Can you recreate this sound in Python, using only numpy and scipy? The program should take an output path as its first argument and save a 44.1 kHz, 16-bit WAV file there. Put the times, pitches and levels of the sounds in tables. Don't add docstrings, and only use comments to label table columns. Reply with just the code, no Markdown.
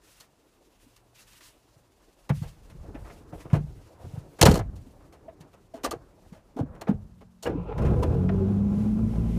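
import sys
import numpy as np
from scipy import signal
from scipy.fft import rfft, irfft
from scipy.io import wavfile
from scipy.ndimage import uniform_filter1d

SR = 44100
rng = np.random.default_rng(int(sys.argv[2]) if len(sys.argv) > 2 else 0)


def put_to_file(sound):
    columns = np.atleast_2d(sound).T
    safe = np.clip(columns, -1, 1)
    whole_steps = np.round(safe * 32767)
    wavfile.write(sys.argv[1], SR, whole_steps.astype(np.int16))


N = 413658
TIME = np.arange(N) / SR


def undb(db):
    return 10 ** (np.asarray(db) / 20)


def unit(x):
    return x / np.sqrt(np.mean(x ** 2))


def curves(table):
    s, *columns = np.transpose(table)
    gate = np.clip(np.minimum(TIME - s[0] + .02, s[-1] + .02 - TIME) / .02, 0, 1)
    return [np.interp(TIME, s, column) for column in columns], gate


def walk(rate):
    held = int(SR / rate)
    steps = np.repeat(rng.standard_normal(N // held + 1), held)
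    return 1.3 * uniform_filter1d(uniform_filter1d(steps, held), held)[:N]


def coloured(spectrum, flicker_db=0., rate=10.):
    hz = np.maximum(np.arange(N // 2 + 1) * SR / N, 1)
    f, db = np.transpose(spectrum)
    shape_db = np.interp(np.log(hz), np.log(f), db, left=-90, right=-90)
    full = rfft(rng.standard_normal(N)) * undb(shape_db)
    octave = np.floor(np.log2(hz / 30)).clip(0, 8)
    return unit(sum(irfft(full * (octave == k), N) * undb(flicker_db * walk(rate)) for k in range(9)))


def band(lo_hz, hi_hz):
    return [(lo_hz / 2, -24), (lo_hz, 0), (hi_hz, -6), (2 * hi_hz, -30)]


def resonate(x, hz, width):
    b, a = signal.iirpeak(hz, hz / width, SR)
    return signal.lfilter(b, a, x)


def body(x, peaks):
    return sum((-1) ** k * undb(db) * resonate(x, f, w) for k, (f, w, db) in enumerate(peaks))


def add(out, s, x, db):
    i = int(s * SR)
    out[i:i + len(x)] += (x * undb(db) / np.abs(x).max())[:N - i]


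def decay(t, t60, rise):
    return (1 - np.exp(-t / rise)) * np.exp(-np.log(1000) * t / t60)


# hz, level_db (per Hz)
HUSH_COLOUR = [(20, -22), (40, 0), (60, -16.5), (500, -27), (1000, -23.5), (2000, -39), (15500, -53)]
HUSH_DB = -67.5


def hush():
    return undb(HUSH_DB) * coloured(HUSH_COLOUR, 1.1, 0.93)


# time_s, sway_db, creak_db
SWAY_AND_CREAK = [(0, -70.5, -67.5), (2.15, -69, -66), (2.5, -62, -66.5), (2.9, -43, -53),
                  (3.15, -52, -55.5), (3.4, -52, -53.5), (3.84, -59, -58), (4.1, -51, -53), (4.4, -62, -60),
                  (4.62, -37, -59.5), (4.9, -51.5, -60), (5.4, -56.5, -57), (5.75, -61, -67.5),
                  (5.91, -60.5, -55), (6.4, -59.5, -65.5), (6.78, -50, -50), (7.0, -55.5, -61.5),
                  (7.25, -60, -74), (7.5, -61.5, -71.5)]
# time_s, level_db
STIR = [(0, -71.5), (4.4, -68), (4.6, -73.5), (6.9, -75), (7.6, -78), (9.38, -83)]
# start_s, held_s, level_db
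RUSTLES = [(.05, 0.18, -62.5), (.8, 0.14, -69), (1.161, 0.049, -57), (1.28, 0.096, -60.5),
           (1.42, 0.063, -55.5), (2.36, 0.13, -58.5), (3.0, 0.18, -65.5), (3.34, .08, -63),
           (4.0, 0.19, -65), (4.78, 0.092, -69), (6.2, 0.16, -72)]
# hz, level_db (per Hz)
CLOTH_COLOUR = [(900, -6), (1800, -1.5), (2400, -2.5), (2700, 1), (3100, -2), (7000, -3.5), (11000, -7),
                (15500, -12.5)]
RUSTLE_ATTACK_S, RUSTLE_T60_S = .02, 0.26


def sway_creak_and_rustle():
    (sway_db, creak_db), gate = curves(SWAY_AND_CREAK)
    sway = undb(sway_db) * coloured(band(28, 200), 3.3, 5.1)
    creak_colour = [(150, -19.5), (300, 1.0), (600, -5.0), (1300, -16), (2600, -31.5)]
    creak = undb(creak_db + 1.9 * walk(70)) * coloured(creak_colour, 2.6, 35.0)
    power = undb(curves(STIR)[0][0]) ** 2
    for s, held, db in RUSTLES:
        attack = np.clip((TIME - s) / RUSTLE_ATTACK_S + 1, 0, 1)
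        release = undb(-60 * np.clip(TIME - s - held, 0, None) / RUSTLE_T60_S)
        power = power + (undb(db) * attack * release) ** 2
    rustle = np.sqrt(power) * undb(1.8 * walk(54)) * coloured(CLOTH_COLOUR, 1.0, 34.0)
    return gate * (sway + creak) + rustle


# time_s, knock_db (peak), tick_db (drive into the metal),
# contact_s, hardness_db_per_octave
CLICKS = [(0.2, -49.5, -46, 0.039, 7.5), (0.962, -54.5, -53, 0.028, 12), (1.332, -55, -51, 0.02, 12),
          (1.408, -45.5, -50.5, 0.012, 12), (2.293, -22, -41, 0.02, 1.5), (2.419, -40, -52, 0.052, 0.5),
          (2.699, -47.5, -57, 0.024, 7), (2.946, -36, -61, 0.029, 1.5), (3.04, -41, -64, 0.089, 0.5),
          (3.099, -39.5, -66, 0.016, 4), (3.324, -30.5, -72, 0.03, -5), (3.403, -45, -53, 0.022, 10),
          (3.451, -33, -68, 0.025, -4), (3.5, -38, -64, 0.026, 2.5), (3.531, -22, -44, 0.034, -0.5),
          (3.55, -25.5, -48, 0.04, -20), (4.043, -37.5, -71, 0.021, -8), (4.15, -40, -64, 0.038, -2.5),
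          (4.388, -30.5, -46, 0.032, -1), (4.414, -7, -6.5, 0.013, 5.5), (4.427, -2.5, -6.5, 0.014, -4.5),
          (4.454, -3.5, -11.5, 0.031, 1), (4.478, -13.5, -31.5, 0.052, -11), (4.51, -23, -27, 0.029, 2),
          (4.539, -16.5, -30.5, 0.024, -2.5), (4.555, -18, -31.5, 0.025, -3), (4.573, -26, -37, 0.021, -15),
          (4.591, -24, -41.5, 0.023, -1), (4.756, -56, -55.5, 0.048, 6.5), (5.124, -45.5, -57, 0.042, 0),
          (5.282, -48, -80, 0.029, 1.5), (5.405, -49.5, -52.5, 0.03, 4.5), (5.532, -43.5, -62, 0.036, 1),
          (5.737, -38.5, -54.5, 0.068, -2), (5.765, -42, -57.5, 0.019, 0), (5.835, -26.5, -34, 0.033, 1.5),
          (5.844, -20, -26, 0.031, -1), (5.91, -26.5, -32.5, 0.027, 0), (5.927, -23, -67.5, 0.021, -4),
          (6.32, -47.5, -60.5, 0.077, 1.5), (6.565, -27.5, -55.5, 0.047, -6),
          (6.587, -23.5, -51, 0.032, -8), (6.75, -44, -61, 0.021, -1), (6.813, -28, -40, 0.02, 0.5),
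          (6.871, -23, -66, 0.034, -2.5), (6.882, -26.5, -52, 0.043, -11),
          (7.209, -42.5, -62.5, 0.023, 0.5), (7.426, -35, -36.5, 0.039, -1.5), (7.455, -18, -50, 0.036, -2),
          (7.466, -22.5, -46, 0.026, -6.5), (7.491, -20.5, -59, 0.04, -10), (7.721, -29, -80, 0.015, -2.5),
          (7.779, -27.5, -50.5, 0.029, 0), (7.82, -37, -51, .02, 2), (7.849, -32, -51.5, 0.048, 2),
          (8.027, -18, -39.5, 0.025, -3.5), (8.14, -43, -56, 0.017, -0.5), (8.291, -29, -59, 0.011, 4.5),
          (9.158, -34, -53, 0.01, -16)]
# hz, width_hz, level_db
TRIM = [(320, 130, 3.5), (490, 150, 7), (680, 140, 6.5), (860, 250, 3.5), (1200, 620, -1.5),
        (1650, 370, -1), (2270, 1400, -8)]
# hz, width_hz, level_db
LATCH = [(2640, 700, 0), (3040, 990, 2), (4350, 350, 6.5), (5120, 840, 1), (6790, 1900, 0),
         (9150, 1200, -0.5), (12000, 4900, -9)]
FIRST_TOUCH_S = .002
LOUD_DULL = .1


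def clicks(rise_share=0.081, grit_db=3.0, tick_share=0.62, padding_hz=1900):
    out, t = np.zeros(N), TIME[:SR // 5]
    padding = signal.butter(2, padding_hz, fs=SR, output="sos")
    for s, knock_db, tick_db, contact, hard in CLICKS:
        s = s - FIRST_TOUCH_S
        noise, grit = rng.standard_normal((2, len(t)))
        hits = noise * undb(grit_db * uniform_filter1d(grit, size=40) * np.sqrt(40))
        hits = hits * (1 - np.exp(-t / (rise_share * contact)))
        dulling = LOUD_DULL * (max(tick_db, -35) + 20.5)
        struck_trim = [(f, w, db + hard * np.log2(f / 800)) for f, w, db in TRIM]
        struck_metal = [(f, w, db - dulling * np.log2(f / 5000)) for f, w, db in LATCH]
        knock = body(hits * np.exp(-(t / contact) ** 2), struck_trim)
        add(out, s, signal.sosfilt(padding, knock), knock_db)
        tick = undb(tick_db) * body(hits * np.exp(-(t / (tick_share * contact)) ** 2), struck_metal)
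        i = int(s * SR)
        out[i:i + len(t)] += tick[:N - i]
    return out


def cabin(x, t60=0.13, wet_db=-17.5):
    t = TIME[:SR // 4]
    dull_noise = signal.lfilter([1], [1, -.6], rng.standard_normal(len(t)))
    tail = dull_noise * decay(t, t60, 0.0022)
    return x + undb(wet_db) * signal.fftconvolve(x, tail / np.sqrt(np.sum(tail ** 2)))[:N]


# pitch_hz, level_db (peak, before it wavers), start_s, stop_s
HUMS = [(181, -57.5, 6.6, 7.45), (224, -59, 6.6, 8.3), (119, -68.5, 0.8, 2.1)]


def hums():
    out = 0
    for hz, db, start, stop in HUMS:
        fade = np.clip(np.minimum(TIME - start, stop - TIME) / 0.09, 0, 1)
        out = out + fade * undb(db + 2.5 * walk(8)) * np.sin(2 * np.pi * hz * TIME)
    return out


# time_s (of the peak), peak_db, pitch_hz
THUMPS = [(0.868, -52, 257), (1.769, -50, 123), (2.308, -12.5, 143), (2.323, -16, 143), (2.38, -29.5, 111),
          (2.422, -22.5, 136), (2.46, -31.5, 56.7), (2.753, -37.5, 150), (2.812, -35, 54),
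          (2.952, -35.5, 272), (3.028, -30, 50.5), (3.334, -33.5, 150), (3.359, -32, 51), (3.46, -36, 135),
          (3.536, -6.5, 135.5), (3.571, -22, 142), (3.611, -24, 141), (3.644, -34, 143), (3.781, -38, 83),
          (4.045, -32, 86), (4.07, -33, 115), (4.141, -28.5, 125), (4.18, -25, 126), (4.418, -11, 143),
          (4.437, -7, 77.4), (4.465, -5.5, 122), (4.487, -5.5, 193), (4.5, -8, 67), (4.515, -12, 101),
          (4.54, -15, 179), (4.578, -21, 56.7), (4.609, -22.5, 119), (4.871, -41.5, 248), (5.41, -40, 153),
          (5.75, -38.5, 259), (5.845, -29, 275), (5.892, -39.5, 253), (5.965, -38, 129), (6.269, -45, 54.4),
          (6.326, -36.5, 182), (6.567, -31.5, 250), (6.597, -23, 277), (6.613, -17.5, 127),
          (6.634, -25.5, 257), (6.703, -36, 75), (6.896, -11, 200), (6.916, -17, 217), (6.947, -26.5, 114),
          (7.006, -37, 100), (7.231, -45, 205.5)]
# time_s (of the peak), peak_db, pitch_hz, push_s
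PINGS = [(5.287, -35.5, 657, 0.0077), (5.329, -48.5, 637, 0.0038), (5.745, -34.5, 661, 0.0081),
         (5.852, -22.5, 1183, 0.0049), (5.918, -27.5, 1200, 0.0038), (6.368, -51, 620, 0.0064),
         (7.466, -33, 1650, 0.0055), (7.466, -32, 2870, 0.0028), (7.498, -28, 281, 0.0054),
         (7.557, -24.5, 288, 0.0078), (7.598, -29, 174, 0.026), (7.722, -38, 840, 0.013),
         (8.031, -29, 1000, 0.0075), (8.301, -30.5, 657, 0.0055)]
# hz, width_hz, level_db
PANELS = [(42, 22, -6.5), (60, 14, 2), (93.5, 18, 0), (134, 15, -1.5), (149, 6.2, 1), (207, 5.7, -4.5),
          (275, 160, -7)]
PUSH_S = 0.0057
SHUDDER_DB, SHUDDER_T60_S, SHUDDER_RISE_S = -19.5, .65, .04


def thumps(ring_db=-5.5):
    blows = np.zeros(N)
    for s, db, hz, push in [row + (PUSH_S,) for row in THUMPS] + PINGS:
        x = TIME[:SR // 5] / push
        note = (x * np.exp(-x)) ** 1.7 * np.cos(2 * np.pi * hz * push * (x - 1))
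        add(blows, s - push, note, db)
    tail = decay(TIME[:SR], SHUDDER_T60_S, SHUDDER_RISE_S) ** 2 / (PUSH_S * SR)
    shaking = np.sqrt(np.abs(signal.fftconvolve(blows ** 2, tail)[:N]))
    shudder = undb(SHUDDER_DB) * shaking * coloured(band(36, 130), 1.5, 18.0)
    return blows + undb(ring_db) * body(blows, PANELS) + shudder


# time_s, thud_db, grind_db
CRANK = [(7.46, -38.5, -80), (7.494, -32.5, -55.5), (7.56, -33.5, -43), (7.65, -36.5, -43),
         (7.712, -38.5, -37), (7.776, -28, -41), (7.85, -32.5, -37)]
# hz, width_hz, level_db
CASING = [(290, 77, -5.5), (475, 78, 0.5), (840, 90, -10.5), (1000, 40, -7), (1350, 240, -19.5),
          (2530, 380, -25)]
WHINE_HZ, WHINE_END_HZ, WHINE_SAG_S = 494, 333, 0.3
WHINE_FROM_S, PINION_FREE_S, WHINE_TO_S = 7.94, 8.085, 8.62
WHINE_DB, WHINE_FADE_DB_PER_S = -32.5, 41.5
HOUSING_HZ, HOUSING_WIDTH_HZ, HOUSING_LIFT_DB, HOUSING_RING_DB = 383, 23.5, 15.5, -46


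def starter():
    (thud_db, grind_db), turning = curves(CRANK)
    thud = undb(thud_db) * coloured(band(50, 170), 2.0, 20.0)
    scraping = rng.standard_normal(N) * undb(2.0 * walk(40))
    grind = undb(grind_db) * unit(resonate(body(scraping, CASING), 700, 2200))

    free_s = np.clip(TIME - PINION_FREE_S, 0, None)
    hz = WHINE_END_HZ + (WHINE_HZ - WHINE_END_HZ) * np.exp(-free_s / WHINE_SAG_S)
    lift_db = HOUSING_LIFT_DB / (1 + (2 * (hz - HOUSING_HZ) / HOUSING_WIDTH_HZ) ** 2)
    db = WHINE_DB - WHINE_FADE_DB_PER_S * free_s + lift_db
    phase = 2 * np.pi * np.cumsum(hz * (1 + 0.00292 * walk(30))) / SR
    whine = np.sqrt(2) * undb(db + 2.8 * walk(22)) * np.sin(phase)
    ring = undb(HOUSING_RING_DB) * unit(resonate(rng.standard_normal(N), HOUSING_HZ, HOUSING_WIDTH_HZ))
    fade = np.clip(np.minimum(TIME - WHINE_FROM_S, WHINE_TO_S - TIME) / 0.024, 0, 1)
    return fade * (whine + ring) + turning * (thud + grind)


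# time_s, firing_hz
SPEED = [(7.75, 29.8), (7.836, 32.7), (8.008, 36.5), (8.194, 45.2), (8.498, 50.0), (8.73, 50.9),
         (8.812, 52.6), (9.38, 57.3)]
# hz, level_db
BOOM = [(30, -32), (50, -44), (57, -30), (70, -27), (100, -29.5), (115, -33), (135, -28), (150, -46.5),
        (168, -37), (185, -25.5), (215, -27.5), (230, -40)]
# hz, width_hz, level_db
BLOCK = [(364, 66, 1.5), (480, 197, -4.5), (647, 120, -6.5), (840, 38, -10), (1000, 37, -10.5),
         (1330, 350, -21.5), (1650, 96, -23), (2510, 240, -32.5)]
# time_s, level_db
AIR = [(7.75, -59), (7.87, -62.5), (8.1, -68), (8.6, -66.5), (8.8, -60), (8.95, -66), (9.2, -61),
       (9.38, -57.5)]
# hz, level_db (per Hz)
HISS_COLOUR = [(1180, -18), (2000, -0.5), (2520, -2), (4550, -10), (5360, -8.5), (11700, -12), (15500, -24)]
CATCH_S, CATCH_RISE_S, SETTLE_S = 7.75, 0.055, 0.51
RUMBLE_CATCH_DB, RUMBLE_SETTLED_DB = -22, -30.5
BLOCK_CATCH_DB, BLOCK_SETTLED_DB = -29, -43.5


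def engine(wobble=0.0055, scatter_db=2.0, half_db=-11.5, uneven_db=1.5, sharp=0.5):
    (hz,), _ = curves(SPEED)
    since = np.clip(TIME - CATCH_S, 0, None)
    rough = np.exp(-since / SETTLE_S)
    phase = 2 * np.pi * np.cumsum(hz * (1 + wobble * walk(25))) / SR

    clatter = rng.standard_normal(N) * np.exp(sharp * np.cos(phase) / 2) * undb(uneven_db * walk(50))
    block = unit(body(body(clatter, [(434, 1440, 0)]), BLOCK))
    broad = unit(body(clatter * rng.choice([-1, 1], N), [(940, 390, 0)]))
    block_db = BLOCK_SETTLED_DB + (BLOCK_CATCH_DB - BLOCK_SETTLED_DB) * rough
    out = undb(block_db) * (block + undb(-22.5) * broad)

    out += undb(curves(AIR)[0][0] + 1.5 * walk(12)) * coloured(HISS_COLOUR, 0.78, 6.0)
    rumble_db = RUMBLE_SETTLED_DB + (RUMBLE_CATCH_DB - RUMBLE_SETTLED_DB) * rough
    out += undb(rumble_db) * coloured(band(56, 239), 0.93, 12.0)

    f, boom_db = np.transpose(BOOM)
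    for k in range(1, 5):
        db = np.interp(np.log(k * hz), np.log(f), boom_db)
        full_start, half_start = rng.uniform(0, 2 * np.pi, 2)
        out += np.sqrt(2) * undb(db + scatter_db * walk(12)) * np.cos(k * phase + full_start)
        half_level = undb(db + half_db + scatter_db * walk(19.0))
        out += half_level * np.cos((k - .5) * phase + half_start)
    return out * (1 - np.exp(-(since / CATCH_RISE_S) ** 2))


def scene():
    quiet = hush() + sway_creak_and_rustle() + hums()
    return (quiet + cabin(clicks()) + thumps() + starter() + engine())[None]


LOW_CUT_HZ, TOP_HZ = 30, 15500


def record(dry):
    dry = signal.sosfilt(signal.butter(2, LOW_CUT_HZ, 'high', fs=SR, output='sos'), dry)
    rounded = 1.3 * np.tanh(dry / 1.3)
    return signal.sosfilt(signal.ellip(12, .5, 110, TOP_HZ, fs=SR, output="sos"), rounded)


dry = scene()
out = record(dry)
put_to_file(out)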